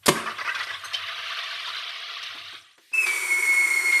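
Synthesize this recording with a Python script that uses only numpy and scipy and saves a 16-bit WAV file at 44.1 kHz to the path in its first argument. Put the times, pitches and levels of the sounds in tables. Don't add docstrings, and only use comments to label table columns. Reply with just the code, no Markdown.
import sys
import numpy as np
from scipy import signal
from scipy.fft import rfft, irfft, next_fast_len
from scipy.io import wavfile
from scipy.ndimage import map_coordinates

SR = 44100
rng = np.random.default_rng(int(sys.argv[2]) if len(sys.argv) > 2 else 0)


def store_wav(level_fs):
    pcm = np.round(np.clip(np.atleast_2d(level_fs), -1, 1) * 32767)
    wavfile.write(sys.argv[1], SR, pcm.T.astype(np.int16))


N = 176400


def amp(db):
    return 10 ** (np.asarray(db) / 20)


def unit(x):
    return x / np.sqrt(np.mean(x ** 2) + 1e-20)


def clock():
    return np.arange(N) / SR


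def curve(points):
    return np.interp(clock(), *np.transpose(points))


def along(points, hz):
    freqs, values = np.transpose(points)
    return np.interp(np.log(hz + 1), np.log(freqs + 1), values)


def wobble(per_s):
    knots = rng.standard_normal(int(N * per_s / SR) + 4)
    return map_coordinates(knots, [np.arange(N) * per_s / SR])


def filtered(x, response):
    size = next_fast_len(N + SR // 2)
    return irfft(rfft(x, size) * response(np.fft.rfftfreq(size, 1 / SR)), size)[:N]


def noise(spectrum):
    return unit(filtered(rng.standard_normal(N), lambda hz: amp(along(spectrum, hz))))


def burst(start, rise, hold, t60):
    age = clock() - start
    return np.clip(age / rise, 0, 1) * amp(-60 * np.maximum(age - hold, 0) / t60)


def resonances(peaks, hz):
    return amp(sum(db / (1 + (2 * (hz - centre) / width) ** 2) for centre, width, db in peaks))


# frequency in Hz, relative level in dB.
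AMBIENT_SPECTRUM = [(30, -4), (2000, 1), (5000, -8)]


def ambience():
    return amp(-82) * noise(AMBIENT_SPECTRUM)


# frequency in Hz, time to decay by 60 dB in seconds.
ROOM_T60 = [(100, 0.43), (1000, 0.57), (5000, 0.35), (10000, 0.51), (15000, 0.25)]


def kitchen_reverb(x):
    hz, t, spectra = signal.stft(rng.standard_normal(SR // 2), SR, nperseg=256)
    decay = amp(-60 * t / along(ROOM_T60, hz)[:, None])
    tail = signal.istft(spectra * decay, SR, nperseg=256)[1]
    delayed = np.pad(x, (SR // 250, 0))
    return signal.fftconvolve(delayed, tail / np.linalg.norm(tail))[:N]


# start in seconds, level in dB.
SPATTER_HITS = [(0.458, -42), (0.546, -35), (0.629, -34), (0.933, -29.5), (0.945, -35.5), (1.4325, -39),
                (1.559, -44), (1.891, -42), (2.228, -35)]
KNOCK_HITS = [(2.347, -44), (2.527, -48), (2.778, -52.5), (2.916, -53), (3.073, -37)]
# frequency in Hz, relative level in dB.
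SPATTER_SPECTRUM = [(200, -25), (700, -6), (1300, -16), (2000, 2), (4200, 3), (5700, -2.5), (6800, -18),
                    (11800, -25.5), (15000, -59)]
KNOCK_SPECTRUM = [(40, -34), (200, -17.5), (340, 0), (600, -14), (1400, -8), (3000, -12), (12000, -37)]


def impacts():
    spatters = sum(amp(db) * burst(start, .0012, .011, .051) for start, db in SPATTER_HITS)
    knocks = sum(amp(db) * burst(start, .002, .0093, .099) for start, db in KNOCK_HITS)
    return spatters * noise(SPATTER_SPECTRUM) + knocks * noise(KNOCK_SPECTRUM)


# harmonic number, level in dB.
SQUEAK_HARMONICS = [(2, -42), (3, -40), (4, -44), (5, -49), (6, -52)]


def nozzle_squeak():
    fundamental_hz = 2087 + 40 * wobble(500)
    phase = 2 * np.pi * np.cumsum(fundamental_hz) / SR
    tone = sum(amp(db) * np.sin(round(k) * phase) for k, db in SQUEAK_HARMONICS)
    return tone * burst(start=.839, rise=.009, hold=.019, t60=.083)


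# frequency in Hz, relative level in dB.
SEEP_SPECTRUM = [(1100, -28.5), (1800, 2), (4500, 0), (7000, -11)]
WET_SPIT_SPECTRUM = [(300, -23), (1100, 1), (1600, -1), (2400, 1), (3300, 0.5), (4400, -5.5), (5600, -6.5),
                     (12000, -23)]
# start, hold and 60 dB decay time in seconds, level in dB.
WET_SPITS = [(3.062, 0.011, .05, -29.5), (3.084, .01, 1, -36), (3.916, 0.011, .3, -34)]


def relief_leaks():
    seep = amp(-58.5) * burst(start=2.775, rise=.059, hold=.14, t60=.05) * noise(SEEP_SPECTRUM)
    spits = sum(amp(db) * burst(start, .0037, hold, t60) for start, hold, t60, db in WET_SPITS)
    return seep + spits * noise(WET_SPIT_SPECTRUM)


# time in seconds, level in dB.
HISS_LEVEL = [(2.925, -89), (2.937, -37), (3.05, -33), (3.075, -31.5), (3.2, -31.5), (3.8, -30.5),
              (4.0, -31)]
# frequency in Hz, relative level in dB.
HISS_SPECTRUM = [(40, -46), (130, -21.5), (240, -20), (355, 8.5), (470, -3.5), (575, -6.5), (820, -4),
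                 (980, 7.5), (1220, 2.5), (1370, 8), (1540, 2), (1800, 5), (2080, 14), (2200, 15),
                 (2400, 9), (2650, -5.5), (3050, -3.5), (4000, -8.5), (4900, -7), (6750, -3), (7400, 2),
                 (8220, -1.5), (8580, 5.5), (9200, 1.5), (11000, -4), (13500, -7.5), (15000, -24)]
# centre in Hz, width in Hz, boost in dB.
VENT_RESONANCES = [(5590, 130, 11.5), (5900, 90, 7), (7040, 170, 6), (7750, 160, 2.5), (8500, 210, 5)]
WIDE_OPEN_S, SHARP_FRACTION, SETTLE_S = 3.056, .07, .2


def relief_hiss():
    ringing = unit(filtered(noise(HISS_SPECTRUM), lambda hz: resonances(VENT_RESONANCES, hz)))
    open_s = np.maximum(clock() - WIDE_OPEN_S, 0)
    position = np.cumsum(1 + SHARP_FRACTION * np.exp(-open_s / SETTLE_S))
    hiss = map_coordinates(ringing, [position - position[-1] + N - 1], order=5)
    return amp(curve(HISS_LEVEL) + .85 * wobble(50)) * hiss


# time in seconds, frequency in Hz.
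WHISTLE_HZ = [(2.927, 2450), (2.938, 2637), (3.018, 2612), (3.053, 2505), (3.057, 2328), (3.18, 2242),
              (3.275, 2233), (3.288, 2199), (3.388, 2191), (3.414, 2250), (3.432, 2185), (3.64, 2185),
              (3.67, 2168), (4.0, 2155)]
# time in seconds, rms level in dB.
FUNDAMENTAL_RMS = [(2.926, -57), (2.937, -23.5), (2.952, -23), (2.966, -31), (2.982, -19.5), (3.014, -24),
                   (3.024, -28), (3.048, -18), (3.054, -39), (3.076, -27), (3.28, -29.5), (3.31, -22.5),
                   (3.39, -26.5), (3.44, -21.5), (3.51, -23), (3.795, -21), (3.815, -32), (3.87, -20.5),
                   (3.93, -18), (4.0, -21)]
OCTAVE_RMS = [(2.95, -53.5), (3.02, -45), (3.058, -46.5), (3.27, -50), (3.31, -47.5), (3.53, -49),
              (3.71, -44), (3.93, -39), (4.0, -36)]
# harmonic number, level in dB relative to the fundamental.
WHISTLE_HARMONICS = [(3, -36), (4, -38)]


def relief_whistle():
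    t = clock()
    hz = curve(WHISTLE_HZ) + 6 * wobble(60) + 13 * wobble(600)
    phase = 2 * np.pi * np.cumsum(hz) / SR
    tone = np.sin(phase) + sum(amp(db) * np.sin(round(k) * phase) for k, db in WHISTLE_HARMONICS)
    octave = amp(curve(OCTAVE_RMS) + 3.5 * wobble(160)) * np.sin(2 * phase)
    whistle = np.sqrt(2) * (amp(curve(FUNDAMENTAL_RMS)) * tone + octave)
    falter_db = 2.6 * np.maximum(wobble(110), 0) ** 2 * (t > WIDE_OPEN_S)
    flutter_db = 1.1 * wobble(70) + .5 * wobble(450)
    return whistle * amp(flutter_db - falter_db) * (t > FUNDAMENTAL_RMS[0][0])


# start in seconds, hold in seconds, level in dB.
NOZZLE_SPITS = [(0.0582, 0.0055, -21), (0.0652, 0.0035, -16), (0.071, 0.0063, -30)]
# frequency in Hz, relative level in dB.
SPIT_SPECTRUM = [(120, -44.5), (200, -9.5), (1310, -3.5), (4010, -6), (4810, 1.5), (6190, -8), (8880, -2.5),
                 (12500, -8.5), (15000, -29.5)]
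BLAST_SPECTRUM = [(30, -37.5), (100, -10.5), (270, -2), (370, 5.5), (600, -3.5), (860, -8), (1170, 1),
                  (1330, -8.5), (1950, -8.5), (2700, -9.5), (6200, -17), (10000, -16.5), (13200, -29.5),
                  (15000, -39)]
# frequency in Hz, relative level in dB, 60 dB decay in seconds.
BODY_MODES = [(145, -30.5, 0.25), (172.2, -18.5, 0.15), (224, -24, 0.18), (375.6, -14.5, 0.11),
              (498, -24.5, .08), (572.4, -25.5, 0.17), (713, -32.5, 0.12), (1106, -31.5, 0.064)]
BLAST_S = .0808


def blast():
    spits = sum(amp(db) * burst(start, .003, hold, .017) for start, hold, db in NOZZLE_SPITS)
    spitting = spits * noise(SPIT_SPECTRUM)
    thump = amp(-9) * noise(BLAST_SPECTRUM) * burst(BLAST_S, rise=.0014, hold=.011, t60=.035)
    age = np.maximum(clock() - BLAST_S, 0)
    ring = sum(amp(db - 60 * age / t60) * np.sin(2 * np.pi * (hz * age + rng.random()))
               for hz, db, t60 in BODY_MODES)
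    build_up = 1 - np.exp(-age / .01)
    return spitting + thump + amp(5.5) * ring * build_up


# centre in Hz, width in Hz, boost in dB.
BOTTLE_RESONANCES = [(8590, 190, 9.5), (8970, 160, 6), (10800, 140, 0.5), (11400, 230, 5.5),
                     (11770, 260, 7.5), (13430, 150, 6)]


def bottle(x):
    return filtered(x, lambda hz: resonances(BOTTLE_RESONANCES, hz))


# frequency in Hz, relative gain in dB.
WALL_GAIN = [(150, -20.5), (400, 0), (660, 26.5), (880, -4), (1170, 8), (1290, 2.5), (1750, 2), (2400, -1),
             (3750, 2.5), (5200, -7), (7400, -21), (11600, -24), (14000, -39.5)]
RISE_PER_DECAY, LOWEST_BUBBLE_HZ = .025, 900


def bubble_cloud(centre_hz, per_s, log_spread, decay_cycles, scatter_db, ring_samples):
    count = int(per_s * N / SR)
    timing, tuning, loudness = np.random.default_rng(rng.integers(1 << 30)).standard_normal((count, 3)).T
    starts = (np.arange(count) * N / count + timing * SR / per_s).astype(int) % N
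    hz = np.clip(centre_hz[starts] * np.exp(log_spread * tuning), 500, 16000)
    life = np.linspace(0, 4, 40000)
    phase = 2 * np.pi * decay_cycles * life * (1 + RISE_PER_DECAY * life / 2)
    shape = np.sin(phase) * np.exp(-life) * (1 - np.exp(-10 * life))
    age = np.arange(ring_samples)
    taper = 1 - (age / ring_samples) ** 2
    rings = np.interp(hz[:, None] * age / SR / decay_cycles, life, shape, right=0) * taper
    strength = amp(scatter_db * np.clip(loudness, -2, 2)) * np.sqrt(hz) * (hz > LOWEST_BUBBLE_HZ)
    cloud = np.bincount((starts[:, None] + age).ravel(), (strength[:, None] * rings).ravel(), N)[:N]
    return unit(filtered(cloud, lambda f: amp(along(WALL_GAIN, f))))


# time in seconds, level in dB.
FIZZ_LEVEL = [(.03, -87), (.3, -61.5), (.6, -55.5), (1.1, -65), (1.7, -59), (2.05, -75), (2.55, -62.5),
              (2.7, -70)]


def fizz():
    pings = bubble_cloud(centre_hz=np.full(N, 8500), per_s=1800, log_spread=.2,
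                         decay_cycles=30, scatter_db=6.5, ring_samples=500)
    return amp(curve(FIZZ_LEVEL)) * pings


# time in seconds, level in dB.
THROB_LEVEL = [(.1, -61.5), (.6, -60), (1.2, -62.5), (1.45, -76), (1.7, -62), (2.08, -85), (2.32, -65),
               (2.56, -64), (2.8, -95)]
# frequency in Hz, relative level in dB.
THROB_SPECTRUM = [(30, -28), (68, -19.5), (98, 1), (113, -10.5), (135, -9.5), (200, -29)]


def throb():
    return amp(curve(THROB_LEVEL)) * noise(THROB_SPECTRUM)


# start in seconds, initial frequency in Hz, level in dB.
LARGE_BUBBLES = [(0.271, 1142, -27), (.39, 1253, -32), (.408, 1930, -27.5), (0.473, 1373, -21.5),
                 (0.484, 2537, -24), (0.486, 1860, -23), (0.489, 1510, -25.5), (0.51, 1534, -26),
                 (0.514, 1940, -29), (.549, 2400, -30.5), (0.553, 1504, -26), (.603, 1893, -24.5),
                 (.698, 1910, -27.5), (0.94, 3007, -20.5)]
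GLUG_RISE_PER_S = 3


def glugs():
    rings = np.zeros(N)
    for start, hz, db in LARGE_BUBBLES:
        age = clock() - start
        phase = 2 * np.pi * hz * age * (1 + GLUG_RISE_PER_S * age / 2)
        rings += amp(db) * burst(start, rise=.005, hold=.01, t60=.04) * np.sin(phase)
    return rings


# start in seconds, length in seconds, level in dB, centre pitch in Hz.
GAS_GULPS = [(0.15, 0.059, -31, 1353), (0.218, 0.027, -38, 1406), (.257, 0.029, -30, 1470),
             (0.292, 0.034, -35.5, 1488), (0.38, 0.041, -32, 1628), (0.444, 0.027, -31, 1510),
             (.473, .028, -30.5, 1734), (0.54, 0.027, -32.5, 2044), (0.575, 0.041, -33, 2116),
             (0.665, 0.053, -35, 1975), (0.731, .022, -34.5, 2206), (0.832, 0.026, -36, 1883)]
# frequency in Hz, relative level in dB.
SPLASH_SPECTRUM = [(200, -27), (330, -9.5), (690, -6.5), (1200, 0.5), (2600, -14), (5700, -9.5),
                   (7300, -33), (11800, -31.5), (14000, -46.5)]


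def gulps():
    centre_hz = curve([(start + length / 2, hz) for start, length, _, hz in GAS_GULPS])
    envelope = sum(amp(db) * burst(start, .0056, length, .059) for start, length, db, _ in GAS_GULPS)
    splash = amp(-10 + 3 * wobble(110.56)) * noise(SPLASH_SPECTRUM)
    cluster = bubble_cloud(centre_hz, per_s=650, log_spread=.4,
                           decay_cycles=22, scatter_db=3, ring_samples=1500)
    return envelope * (splash + cluster)


# time in seconds, relative level in dB.
JET_LEVEL = [(.02, -77), (.035, -44.5), (.07, -61), (.16, -39), (.35, -40.5), (.53, -40), (.62, -33),
             (.81, -41), (.92, -36), (1.03, -31), (1.28, -30), (1.72, -31), (2.03, -34), (2.27, -32.5),
             (2.44, -38), (2.55, -38), (2.62, -53.5), (2.71, -53), (2.76, -64.5), (2.9, -84.5)]
# time in seconds, centre frequency in Hz.
JET_BUBBLE_HZ = [(.6, 2136), (1.2, 2332), (2.0, 3078), (2.6, 2917)]
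# frequency in Hz, relative level in dB.
FOAM_SPECTRUM = [(150, -58), (485, -13.5), (550, -31), (659, -5), (880, -23.5), (1150, -1.5), (1410, -7.5),
                 (1780, -30), (1950, -11.5), (3010, -1.5), (3730, -6.5), (5970, -18), (7150, -36),
                 (11400, -32.5), (15000, -47)]


def jet():
    cloud = bubble_cloud(curve(JET_BUBBLE_HZ), per_s=1800, log_spread=.4426,
                         decay_cycles=23, scatter_db=4, ring_samples=640)
    foam = noise(FOAM_SPECTRUM) * amp(1.4 * wobble(120))
    envelope = amp(curve(JET_LEVEL) + 1.08 * wobble(39.63))
    return envelope * (amp(-4) * cloud + amp(-8.5) * foam)


def scene():
    water = bottle(gulps() + jet() + fizz() + throb() + impacts())
    machine = water + glugs() + blast() + nozzle_squeak()
    machine += relief_whistle() + relief_hiss() + relief_leaks()
    return (machine + amp(-10) * kitchen_reverb(machine) + ambience())[None]


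# frequency in Hz, gain in dB.
TREBLE_GAIN = [(12500, 0), (14000, -1.5), (15100, -9.5)]
SATURATION_AMPLITUDE, BAND_LIMIT_HZ = .55, 15100


def record(dry):
    rounded = dry[0] / (1 + np.abs(dry[0] / SATURATION_AMPLITUDE) ** 6) ** (1 / 6)
    return filtered(rounded, lambda hz: amp(along(TREBLE_GAIN, hz)) * (hz < BAND_LIMIT_HZ))[None]


dry = scene()
out = record(dry)
store_wav(out)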